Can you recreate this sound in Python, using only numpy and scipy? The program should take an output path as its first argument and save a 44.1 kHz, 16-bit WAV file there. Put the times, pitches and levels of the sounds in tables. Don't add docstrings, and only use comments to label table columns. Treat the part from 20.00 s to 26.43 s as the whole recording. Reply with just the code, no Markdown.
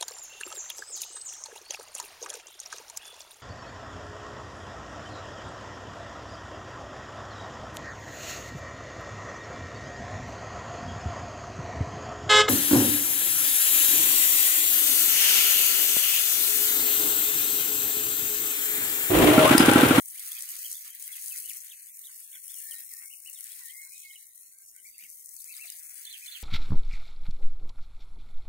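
import sys
import numpy as np
from scipy import signal
from scipy.fft import rfft, irfft
from scipy.io import wavfile
from scipy.ndimage import uniform_filter1d, map_coordinates

SR = 44100
rng = np.random.default_rng(int(sys.argv[2]) if len(sys.argv) > 2 else 0)


def voltage_ratio(level):
    return 10 ** (np.asarray(level, float) / 20)


def int16_out(signal):
    q = np.round(np.clip(np.atleast_2d(signal).T, -1, 1) * 32767)
    wavfile.write(sys.argv[1], SR, q.astype(np.int16))


N = 283563
FRAME = 256
TOP_HZ = 15780

# [start t/s, length/s, top f/Hz, level/dB, left minus right/dB]
ARCHED_PEEPS = [(.637, 0.038, 3210, -53, 4), (.74, 0.045, 3620, -53, -13), (1.03, 0.052, 3410, -59, -20),
                (1.435, 0.058, 3040, -53, 15), (.367, 0.021, 3360, -51.5, -14),
                (3.1, 0.045, 2947, -53.5, 15), (3.255, 0.04, 2974, -48, 11), (3.5, 0.045, 3520, -62.5, -2),
                (3.935, 0.055, 3800, -65.5, -14), (1.85, 0.084, 3480, -69, -1.5),
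                (4.84, 0.044, 2313, -56, 1), (4.93, 0.052, 2730, -62, 11), (5.005, .04, 3700, -65, -13),
                (5.48, 0.062, 2635, -53, -1.5), (5.59, 0.068, 2673, -48, 3), (6.21, 0.057, 2540, -53, -7)]
# [start t/s, length/s, top f/Hz, level/dB, left minus right/dB]
SHORT_PEEPS = [(.2, 0.029, 2150, -56.5, 1), (.355, 0.027, 2500, -50.5, 1), (.475, 0.039, 2960, -51.5, 20),
               (.89, 0.048, 3170, -60.5, -8), (1.315, 0.024, 2632, -42.5, -4),
               (1.122, 0.021, 3370, -54.5, -14), (2.75, 0.029, 3900, -60.5, 0), (5.028, .02, 2900, -59, 2),
               (1.725, .018, 2620, -53, -1), (2.565, 0.044, 2900, -58, 5), (5.5, 0.02, 2300, -60, -2),
               (4.1, .016, 3100, -59, -2)]
# [start t/s, length/s, start f/Hz, end f/Hz, level/dB]
SWEPT_PEEPS = [(.148, 0.022, 1880, 2480, -58), (.17, 0.03, 2270, 3600, -57.5),
               (.307, 0.028, 3030, 3640, -51), (2.475, 0.045, 2750, 3800, -61),
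               (2.515, 0.037, 3830, 3070, -58.5), (4.75, 0.028, 1510, 2580, -74),
               (4.78, 0.039, 3170, 2740, -70), (1.14, 0.026, 3370, 2320, -56),
               (1.305, 0.013, 3320, 2700, -52), (1.485, 0.036, 4100, 1740, -46),
               (1.693, 0.027, 2995, 3810, -57), (1.708, 0.023, 3890, 2450, -51.5),
               (2.037, 0.022, 3180, 3950, -56), (2.063, 0.02, 3800, 2880, -54),
               (3.693, .026, 2990, 3300, -60), (2.32, 0.023, 2780, 3760, -57.5),
               (2.342, 0.034, 3690, 2720, -52), (2.71, 0.026, 3380, 2650, -51),
               (3.34, 0.057, 4130, 2830, -59.5), (4.1, 0.036, 2700, 4050, -62.5),
               (4.133, .017, 4050, 3400, -62), (4.146, 0.024, 3420, 2700, -56),
               (4.985, 0.032, 1990, 2450, -55.5), (4.885, 0.015, 2450, 1940, -58.5),
               (5.04, .03, 2490, 1890, -61), (.352, 0.011, 3600, 3200, -60), (5.68, 0.026, 3490, 2660, -58),
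               (4.105, 0.043, 1710, 1975, -63)]
# [start t/s, length/s, level/dB, left minus right/dB, mouth resonance f/Hz]
MOTHER_GRUNTS = [(1.062, 0.069, -54, -5.5, 2020), (1.165, 0.03, -52.5, -7.5, 2250),
                 (1.34, 0.036, -52, -6, 2030), (2.08, 0.024, -58.5, -3, 1620), (2.326, 0.051, -54, 2, 1830),
                 (2.719, 0.042, -58, -4, 1580), (3.004, 0.053, -55, 3, 2060),
                 (3.585, 0.061, -64.5, -6.5, 1400), (3.835, 0.068, -69, 5, 1430),
                 (4.506, 0.16, -71, -6, 1650), (4.747, 0.059, -62.5, 3.5, 1850),
                 (4.995, 0.067, -56, 3, 2470)]
# [t/s, level/dB, left minus right/dB]
RUSTLE = [(0, -46.5, 2.5), (.25, -40.5, 0), (.75, -39.5, 0), (.97, -49, 2.5), (1.06, -43.5, 4.5),
          (1.38, -39, 2), (1.75, -49.5, 3.5), (2.04, -47.5, 1.5), (2.38, -48, 2.5), (2.5, -43, 4.5),
          (2.72, -43.5, 3), (3.11, -47.5, 4), (3.5, -46.5, 4), (3.7, -46.5, 4.5), (4.55, -52.5, -1.5),
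          (4.91, -51.5, 2), (5.43, -47, 4), (6.43, -46.5, 0)]
# [t/s, level/dB]
GUSTS = [(0, -71), (.11, -74.5), (.15, -62), (.41, -58), (1.05, -67.5), (1.34, -62.5), (1.99, -77.5),
         (2.29, -73), (2.7, -65), (3.17, -74.5), (3.53, -63), (3.76, -72), (4.67, -82.5), (4.93, -72.5),
         (5.37, -78), (5.6, -63.5), (5.89, -65.5), (6.43, -57.5)]
# [f/Hz, level/dB]
GUST_COLOUR = [(800, -32.5), (1050, -6.5), (1500, -6), (2000, 3.5), (2600, -2)]
# [t/s, half-width/s, level/dB]
LULLS = [
    (.97, .02, 1.5),
    (1.78, 0.019, -2),
    (3.2, 0.031, -4),
    (3.885, 0.01, -5),
    (4.33, 0.037, -4),
    (4.565, 0.024, -5),
    (4.74, 0.026, -2),
    (4.82, .015, -4),
    (4.955, 0.032, -5),
    (5.085, 0.011, -2),
]
# [t/s, half-width/s, level/dB]
TWIGS = [
    (1.99, 0.037, -4),
    (3.0, .07, -10),
    (3.17, .06, -14),
    (3.68, 0.063, 5),
    (4.08, .15, 8),
    (5.87, 0.067, -10),
]
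# [t/s, level from 8.3 to 11.5 kHz/dB, level above/dB]
SHARING = [(0, -1.5, -2.5), (1.55, -2, -1.5), (1.7, 4, 2.5), (2.3, 4, 1), (2.5, 2, -2), (3.7, 1.5, -.5),
           (4.2, 6, 3.5), (4.7, 6, 6), (4.9, 2.5, 2.5), (5.7, 2.5, -1.5), (6.43, 4, 1)]
# [t/s, peak level/dB, f/Hz]
SNAPS = [(0.0583, -21, 11900), (0.179, -24, 8800), (.3184, -20, 11400), (.408, -22, 7060),
         (0.4231, -14.5, 8600), (0.7149, -15, 9000), (.729, -15.5, 8800), (.905, -25, 11800),
         (1.0246, -20, 9150), (1.155, -29, 9700), (1.283, -20, 8500), (1.3776, -19, 9600),
         (1.497, -19, 9500), (1.5338, -21.5, 7700), (1.992, -23, 11200), (2.6028, -24.5, 11200),
         (2.7108, -18, 11100), (2.7335, -23.5, 9800), (2.9368, -21.5, 11000), (3.2985, -22.5, 11800),
         (3.4077, -20.5, 10900), (3.4418, -21, 10900), (4.586, -31, 8060), (4.7638, -27.5, 9200),
         (4.9815, -26.5, 10600), (5.101, -26.5, 10400), (5.259, -24.5, 10300), (5.443, -23.5, 8700),
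         (5.5667, -23.5, 8850), (5.7013, -18.5, 9100)]
# [t/s, peak level/dB, f/Hz]
TICKS = [(0.0202, -25, 13100), (0.108, -28, 9270), (0.3486, -30, 11500), (0.5033, -23, 11400),
         (0.6203, -21, 13100), (0.6465, -19.5, 13100), (0.8445, -30, 9320), (0.9496, -20.5, 13400),
         (1.3508, -34, 9250), (1.5636, -26, 9540), (1.604, -28, 7020), (1.6452, -29, 13300),
         (1.7202, -28, 11600), (1.861, -32, 8500), (1.9614, -36, 11400), (2.0692, -26, 10600),
         (2.161, -30, 12100), (2.4214, -40, 10500), (2.6524, -27, 9660), (2.771, -31, 10000),
         (2.829, -34, 13800), (3.0589, -31, 8750), (3.1558, -31.5, 7960), (3.2025, -32, 9080),
         (3.3303, -25, 9800), (3.492, -28.5, 8300), (3.5902, -29, 8060), (3.6077, -29, 10500),
         (3.6356, -29, 9900), (3.6575, -26.5, 9760), (3.7926, -35, 12000), (3.922, -31, 9400),
         (3.9438, -30, 7850), (3.9794, -26, 8000), (4.157, -32.5, 9700), (4.268, -32, 9700),
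         (4.3587, -38, 9460), (4.3776, -30, 11500), (4.4094, -39, 10800), (4.8668, -33, 8300),
         (5.1507, -41, 10700), (5.2909, -26.5, 8200), (5.3428, -33, 13100), (5.366, -28, 8470),
         (5.3997, -33, 9800), (5.4237, -39, 8200), (5.5006, -29, 8470), (5.657, -24, 13500),
         (5.7225, -29, 9800), (5.767, -27, 10800), (5.912, -31, 11600), (5.98, -27, 8400),
         (5.996, -29, 8700), (6.053, -26, 8900), (6.098, -27, 9250), (6.128, -25, 8700)]
# [t/s, peak level/dB, f/Hz]
MORE_SNAPS = [(1.078, -20, 10600), (1.1672, -22, 11000), (1.2606, -17.5, 8800), (1.4017, -19, 10500),
              (1.4592, -18, 11000), (1.5711, -21, 8950), (2.4811, -22.5, 11000), (2.5422, -23, 10000),
              (2.5631, -27, 10500), (2.6165, -25, 9000), (2.6265, -26, 8800), (2.6418, -25, 12000),
              (2.7165, -22, 10400), (2.784, -26, 10000), (3.272, -28.5, 10500), (3.6835, -24, 10500),
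              (4.8998, -33, 10000), (4.9903, -29, 10000)]
# [f/Hz, level/dB]
LEFT_PORT = [(4000, -12.5), (5100, -10.5), (6000, -2.5), (8500, 2.5), (10000, 2.5), (12000, -1),
             (14000, -1), (16000, 1)]
# [f/Hz, level/dB]
RIGHT_PORT = [(4000, -16.5), (5500, -8.5), (6500, -3), (7700, -6.5), (9200, -5), (10500, -3.5),
              (11600, -0.5), (16000, -7)]
# [t/s, f/Hz, height/dB]
BEARING = [(0, 13300, 6.5), (1.85, 13200, 6.5), (2.0, 11800, 5.5), (3.6, 12800, 1.5), (4.8, 13100, -0.5),
           (4.95, 14100, 7.5), (6.43, 14300, 2.5)]
# [t/s, left 7 kHz level/dB, left top level/dB, right low resonance f/Hz, its height/dB]
HAND_SHADE = [(0, -5, 5, 9700, 8), (.85, -3, -0.5, 10000, 3), (1., -3.5, 2.5, 10200, 10),
              (1.6, -2, 2, 10200, 4), (1.85, -7.5, -3.5, 8100, 4.5), (2.7, -8.5, 3.5, 7900, 6.5),
              (3.1, -10, -2, 8200, 5), (3.3, -7.5, 2, 8100, 11.5), (3.8, -8, -1, 8100, 9),
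              (4.0, -4, -1, 7600, 9), (4.15, -6, -2, 7900, -1), (4.45, -5.5, -3, 7970, 1),
              (4.55, -1.5, -8, 7760, 3), (5.1, -5, 0, 8200, 6), (5.7, -4, 0.5, 8000, 3),
              (6.43, 0.5, -1, 8100, 2)]
# [t/s, lag/ms]
PORT_LAG = [(0, .53), (1.9, .53), (1.95, .653), (4.85, .653), (4.9, .54), (6.43, .538)]
# [t/s, level/dB, f/Hz, left minus
# right/dB, 60 dB decay/s]
TAPS = [(.205, -69, 460, -6, 0.056), (.375, -74, 670, -14, 0.072), (2.73, -74, 529, -16, 0.11),
        (5.03, -72, 204, -11, 0.13), (5.648, -60.5, 706, 3, 0.065), (1.105, -57, 2100, -5, 0.0071),
        (1.18, -59, 2200, -5, .006), (1.284, -59, 2000, -5, 0.0072), (1.346, -57, 2000, -5, .007),
        (5.591, -48, 2550, -2, 0.0089), (5.69, -70, 715, 4, 0.064), (5.745, -67.5, 730, 4, 0.046),
        (5.935, -72, 780, -12, 0.06)]
# [start t/s, length/s, start f/Hz, end f/Hz, level/dB]
WHISTLES = [(2.6, 0.21, 1700, 1870, -61), (2.905, 0.06, 2250, 1755, -61), (2.955, 0.057, 1800, 1920, -66),
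            (3.2, 0.095, 1585, 1700, -74), (2.21, 0.093, 3400, 3420, -73), (3.02, 0.072, 2150, 2218, -61.5),
            (3.6, 0.1, 2044, 1790, -61.5), (3.67, 0.071, 1815, 2125, -58.5),
            (3.74, 0.11, 2084, 2172, -50.5), (3.905, 0.084, 2390, 2490, -56),
            (3.98, 0.12, 2494, 2554, -64.5), (4.032, 0.1, 2190, 2150, -53),
            (4.22, 0.067, 2140, 2160, -70.5), (4.3, 0.33, 4147, 4490, -73), (4.82, 0.24, 4580, 4750, -67.5)]
# [delay t/s, length/s, start f/Hz, end f/Hz, level/dB]
CHEEP = [
    (0, 0.0098, 4770, 4020, -1.5),
    (0.01, 0.017, 4020, 3540, -1.5),
    (0.021, .01, 3790, 4730, -1),
    (0.046, .016, 5140, 4650, 0.5),
]
# [delay t/s, length/s, start f/Hz, end f/Hz, level/dB]
CHIRRUP = [
    (-.018, .018, 5700, 4800, -15),
    (.002, .008, 4550, 3900, 3),
    (.008, .008, 3900, 2750, -4),
    (.015, .007, 2800, 3400, -3),
    (.02, .015, 3460, 3560, 3),
    (.042, .04, 3580, 3480, -9),
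    (.05, .038, 4250, 4050, -5),
    (.08, .042, 3550, 2520, -1),
]
# [t/s, level/dB, pace]
CHEEPS = [
    (5.378, -58, 1),
    (5.527, -53.5, 0.92),
    (5.673, -50, 1.01),
]
# [t/s, level/dB, pace]
CHIRRUPS = [
    (6.047, -47.5, .99),
    (6.257, -46, 1.01),
]
# [f/Hz, density/dB per Hz]
AIR_COLOUR = [(15, -23), (25, 0), (113, -13), (134, -14.5), (314, -15.5), (421, -18.5), (523, -19),
              (1000, -21), (1300, -49), (2200, -120)]
# [f/Hz, density/dB per Hz]
GATE_FLOOR = [(780, -140), (900, -89.5), (1200, -95.5), (2000, -101), (3500, -97.5), (5000, -92.5),
              (6000, -104), (7000, -130)]


def ducklings():
    rising_pan_db, falling_pan_db = -12, -2.5
    rows = np.vstack([
        humps(ARCHED_PEEPS, rise_hz=277, fall_hz=285, hz_per_s=5580),
        humps(SHORT_PEEPS, rise_hz=90, fall_hz=161, hz_per_s=0),
        glides(SWEPT_PEEPS, .64, rising_pan_db, .51, falling_pan_db),
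    ])
    return syrinx(rows, 0.45, 4.3, waver=.009, breath=.45)


def humps(table, rise_hz, fall_hz, hz_per_s):
    s, length, top, db, pan_db = np.transpose(table)
    depth = hz_per_s * length
    return np.array([s, length, top - rise_hz - depth, top, top - fall_hz - depth, db, pan_db]).T


def glides(table, up_reach, up_pan_db, down_reach, down_pan_db):
    s, length, f0, f2, db = np.transpose(table)
    rising = f2 > f0
    middle = f0 + np.where(rising, up_reach, down_reach) * (f2 - f0)
    return np.array([s, length, f0, middle, f2, db, np.where(rising, up_pan_db, down_pan_db)]).T


def syrinx(rows, edge, flutter_db, buzz_hz=0., buzz=0., waver=0., breath=0.):
    out, wobble = np.zeros((2, N)), walk(120)[0]
    husk = 1 + breath * walk(500)[0]
    for s, length, f0, f1, f2, db, pan_db in rows:
        i, u = int(s * SR), np.linspace(0, 1, int(length * SR))
        span = slice(i, i + len(u))
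        hz = f0 * (1 - u) * (1 - 2 * u) + 4 * f1 * u * (1 - u) + f2 * u * (2 * u - 1)
        hz = hz * (1 + waver * wobble[::-1][span])
        swell = np.sin(np.pi * u) ** edge * voltage_ratio(flutter_db * wobble[span])
        throb = np.cos(2 * np.pi * buzz_hz * length * u + wobble[span])
        swell = swell * (1 + buzz * (length > .032) * throb)
        tone = np.sin(2 * np.pi * np.cumsum(hz) / SR)
        tone = np.sqrt(2) * voltage_ratio(db) * husk[span] * swell * tone
        out[:, span] += tone * sides(pan_db) / np.sqrt(np.mean(sides(pan_db) ** 2))
    return out


def mother_duck(rough, throb_hz, mouth_width_hz):
    out, shake, order = np.zeros((2, N)), walk(400)[0], np.arange(2, 8)[:, None]
    hz = 514
    for s, length, db, pan_db, mouth_hz in MOTHER_GRUNTS:
        i, u = int(s * SR), np.linspace(0, 1, int(length * SR))
        span = slice(i, i + len(u))
        phase = 2 * np.pi * np.cumsum(hz * (1 + rough * shake[span])) / SR
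        weight = 1 / (1 + ((order * hz - mouth_hz) / mouth_width_hz) ** 2) + 0.025 * (order == 2)
        voice = np.sum(weight * np.sin(order * phase), axis=0)
        voice = voice * (1 + 0.77 * np.sin(2 * np.pi * throb_hz * length * u))
        swell = np.sqrt(np.sin(np.pi * u) + 1e-9)
        out[:, span] += voltage_ratio(db) * voice / np.std(voice) * swell * sides(pan_db)
    return out


def leaves():
    shared = crackle(1200, 7, 0.73, -16, -5.0, 1.73)
    own = [crackle(1400, 6.7, 0.4, -10.0, -4.5, 1.9), crackle(1500, 6, 0.34, -6.0, -1.0, 1.2)]
    hz, s, ticks = frames(np.array([shared, late(shared)]), size=FRAME)
    middle_db, high_db = column(SHARING, s)
    own_gain = voltage_ratio(np.where(hz < 8300, -5, np.where(hz < 11500, middle_db, high_db) - 1))
    ticks = ticks + own_gain * frames(np.array(own), size=FRAME)[2]
    ticks = ticks * 1.104 / np.sqrt(1 + own_gain ** 2)
    ticks[1] *= np.exp(1j * np.pi / (1 + np.exp((hz - 8300) / 250)))
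    breath = voltage_ratio(3.4 * walk(40, count=2)) * rng.standard_normal((2, N))
    breath = frames(breath, size=FRAME)[2]

    treble_db, pan_db = column(RUSTLE, s)
    treble_db = treble_db + sum(db * bump(s, at, width) for at, width, db in LULLS)
    top = voltage_ratio(treble_db + 4.0 + leaf_ports(hz, s, pan_db)) * (hz > 3800)

    gust_db = column(GUSTS, s)[0]
    gust_pan_db = np.minimum(-8 + 0.7 * (gust_db + 63) + 1.32 * s, 0)
    twig_db = gust_db + 11.5 + sum(db * bump(s, at, width) for at, width, db in TWIGS)
    body_db = np.where(hz < 2650, gust_db + 14 + colour(GUST_COLOUR, hz), twig_db)
    body = voltage_ratio(body_db + sides_db(gust_pan_db)) * (hz < 5000)
    return unframe(ticks * top + (breath + 0.5 * ticks) * body)


def leaf_ports(hz, s, pan_db):
    dip_db, edge_db, low_hz, low_db = column(HAND_SHADE, s)
    hump_hz, hump_db = column(BEARING, s)
    left = colour(LEFT_PORT, hz) + dip_db * bump(hz, 7150, 800) + edge_db * bump(hz, 15300, 1600)
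    right = colour(RIGHT_PORT, hz) + hump_db * bump(hz, hump_hz, 1500) + low_db * bump(hz, low_hz, 900)
    turns_db = patches(hz, s, 60, 2500, 1.8) + patches(hz, s, 5, 1500, 1.0)
    return np.array([left + pan_db / 2, right - pan_db / 2]) + turns_db


def crackle(rate, spread_db, smear_ms, smear_db, hiss_db, burst_db):
    hit = rng.random(N) < rate / SR * voltage_ratio(4 * walk(60)[0])
    size = np.minimum(rng.exponential(size=N), 2.4)
    ticks = hit * voltage_ratio(spread_db * size)
    tails = np.sqrt(signal.lfilter([1], [1, -np.exp(-1000 / (smear_ms * SR))], ticks ** 2))
    ticks = ticks * np.sign(rng.standard_normal(N))
    ticks = ticks + voltage_ratio(smear_db) * tails * rng.standard_normal(N)
    x = ticks / np.std(ticks) + voltage_ratio(hiss_db) * rng.standard_normal(N)
    x = x * voltage_ratio(0.48 * burst_db * walk(55)[0] + 1.08 * burst_db * walk(170)[0])
    return x / np.std(x)


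def patches(hz, s, rate, width_hz, depth_db):
    centre = np.arange(4000, 17000, width_hz)[:, None, None]
    at = np.minimum(s * SR, N - 1).astype(int)
    flicker = walk(rate, count=len(centre))[:, at][:, None, :]
    return depth_db * np.sum(flicker * np.clip(1 - np.abs(hz - centre) / width_hz, 0, 1), axis=0)


def late(x):
    lag_ms = column(PORT_LAG, np.arange(N) / SR)[0]
    return map_coordinates(x, [np.arange(N) - lag_ms * SR / 1000], order=3, mode="nearest")


def snaps(table, tick_db, tail_db, tail_t60):
    s, db, hz = np.transpose(table)
    pan_db = column(RUSTLE, s)[1]
    splinter = uniform_filter1d(rng.standard_normal(N), size=4) * 2
    cracks = rings(s, db + tick_db, hz, pan_db, 0.0013)
    cracks = cracks + splinter * rings(s + .0006, db + tail_db, hz, pan_db, tail_t60)
    cracks = signal.sosfilt(signal.butter(3, 5600, "high", fs=SR, output="sos"), cracks)
    return np.array([cracks[0], voltage_ratio(-5) * late(cracks[1])])


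def taps():
    return rings(*np.transpose(TAPS))


def rings(s, db, hz, pan_db, t60):
    out = np.zeros((2, N + SR))
    for at, d, f, p, tail in np.broadcast(s, db, hz, pan_db, t60):
        t = np.arange(int(tail * SR)) / SR
        ring = np.sin(2 * np.pi * f * t) * np.exp(-np.log(1000) * t / tail)
        out[:, int(at * SR):int(at * SR) + len(t)] += voltage_ratio(d) * ring * sides(p)
    return out[:, :N]


def sparrow():
    rows = calls(CHEEPS, CHEEP) + calls(CHIRRUPS, CHIRRUP)
    return syrinx(rows, .5, 2.0, buzz_hz=230., buzz=1.1, waver=.004, breath=.25)


def calls(table, syllables):
    rows = []
    for s, db, pace in table:
        for delay, length, f0, f2, own_db in syllables:
            pan_db = -11.5 + 3 * (delay > .012)
            rows.append((s + pace * delay, length, f0, (f0 + f2) / 2, f2, db + own_db, pan_db))
    return rows


def songbird():
    reach, pan_db = 0.71, -2.5
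    rows = glides(WHISTLES, reach, pan_db, reach, pan_db)
    return syrinx(rows, 0.44, 3., waver=.007, breath=.5)


def yard(x, t60, wet_db, ground_ms, ground_db, lag_ms):
    t = np.arange(int(.4 * SR)) / SR
    tail = rng.standard_normal((2, len(t))) * np.exp(-np.log(1000) * t / t60) * (t > .004)
    tail *= voltage_ratio(wet_db) / np.sqrt(np.sum(tail ** 2, axis=1, keepdims=True))
    tail[[0, 1], [0, int(lag_ms * SR / 1000)]] = 1
    for port, ms in enumerate(ground_ms):
        tail[port, int(ms * SR / 1000)] += voltage_ratio(ground_db)
    return signal.fftconvolve(x, tail, axes=1)[:, :N]


def air():
    mid, side = rng.standard_normal((2, N))
    hz = np.fft.rfftfreq(N, 1 / SR)
    pair = np.array([mid + 0.32 * side, mid - 0.59 * side])
    low = irfft(rfft(pair) * voltage_ratio(colour(AIR_COLOUR, hz)) * (hz < 900) * (hz > 34), N)
    low = low / np.std(low) * voltage_ratio(-85.5 + 1.0 * walk(2.96))
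    hiss = irfft(rfft(rng.standard_normal((2, N))) * (hz >= 900), N)
    return low + voltage_ratio(-75.0) * hiss


def column(table, s):
    t, *rest = np.transpose(table)
    return [np.interp(s, t, c) for c in rest]


def colour(points, hz):
    f, db = np.transpose(points)
    return np.interp(np.log(hz + 1), np.log(f), db)


def bump(x, centre, width):
    return np.exp(-((x - centre) / width) ** 2)


def walk(rate, count=1):
    k = int(SR / rate)
    held = np.repeat(rng.standard_normal((count, N // k + 1)), k, axis=1)
    return 0.91 * uniform_filter1d(uniform_filter1d(held, k), k)[:, :N]


def sides(pan_db):
    return voltage_ratio(np.array([[.5], [-.5]]) * pan_db)


def sides_db(pan_db):
    return np.array([pan_db / 2, -pan_db / 2])[:, None, :]


def frames(x, size):
    hz, s, z = signal.stft(x, SR, nperseg=size, noverlap=size * 3 // 4)
    return hz[:, None], s, z


def unframe(z):
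    size = 2 * z.shape[-2] - 2
    return signal.istft(z, SR, nperseg=size, noverlap=size * 3 // 4)[1][..., :N]


def gate(x):
    hz, s, z = frames(x, size=2 * FRAME)
    power = uniform_filter1d(np.abs(z) ** 2, size=16, axis=2)
    power = uniform_filter1d(power, size=2, axis=1) * FRAME / SR * 8 / 3 + 1e-18
    both, left, right = rng.standard_normal((3, len(hz) // 2 + 1, len(s) // 40 + 1))
    guess = 0.77 * both + 0.77 * np.array([left, right])
    guess = guess.repeat(40, axis=2).repeat(2, axis=1)[:, :len(hz), :len(s)]
    shut = voltage_ratio(colour(GATE_FLOOR, hz) + 6.1 * uniform_filter1d(guess, size=20, axis=2)) ** 2
    gain = np.sqrt(np.clip(1 - (shut / power) ** 4.1, .001, 1))
    return unframe(z * uniform_filter1d(gain, size=4, axis=2))


def mask(x, depth_db, mood_db):
    hz, s, z = frames(x, size=4 * FRAME)
    power = np.sum(np.abs(z) ** 2, axis=0, keepdims=True)
    power = uniform_filter1d(uniform_filter1d(power, size=7, axis=2), size=4, axis=1)
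    around = uniform_filter1d(power, size=31, axis=1, origin=8)
    around = around + .5 * uniform_filter1d(power, size=15, axis=1)
    mood = rng.standard_normal((1, len(hz) // 5 + 1, len(s) // 10 + 1))
    mood = mood.repeat(5, axis=1).repeat(10, axis=2)[:, :len(hz), :len(s)]
    limit = around * voltage_ratio(depth_db + mood_db * mood) ** 2
    keep = (power > limit)[:, 2::4, 2::4].repeat(4, axis=1).repeat(4, axis=2)
    keep = np.pad(keep, ((0, 0), (0, 4), (0, 4)), "edge")[:, :len(hz), :len(s)]
    return unframe(z * (keep | (hz < 850) | (hz > 7500)) * (hz < TOP_HZ))


def scene():
    ducks = yard(ducklings() + mother_duck(0.075, 75, 480), 0.26, -9.0, (.9, 1.3), -11, 0.32)
    far_bird = yard(songbird(), 0.54, -6.0, (1.1, 1.6), -14, .1)
    near_bird = yard(sparrow(), 0.16, -6, (.8, 1.2), -22, 0.22)
    cracks = snaps(SNAPS, 3.6, -9, 0.012) + snaps(TICKS, 2.6, -9.5, 0.016) + snaps(MORE_SNAPS, 2.6, -11.5, .009)
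    return ducks + far_bird + near_bird + leaves() + cracks + taps()


def low_pass(x):
    return signal.sosfilt(signal.butter(12, 17080, fs=SR, output="sos"), x)


def record(dry):
    mix = mask(gate(dry) + air(), depth_db=-11, mood_db=3.5)
    mix = signal.sosfilt(signal.ellip(10, .2, 70, TOP_HZ, fs=SR, output="sos"), mix)
    return low_pass(mix)


dry = scene()
out = record(dry)
int16_out(out)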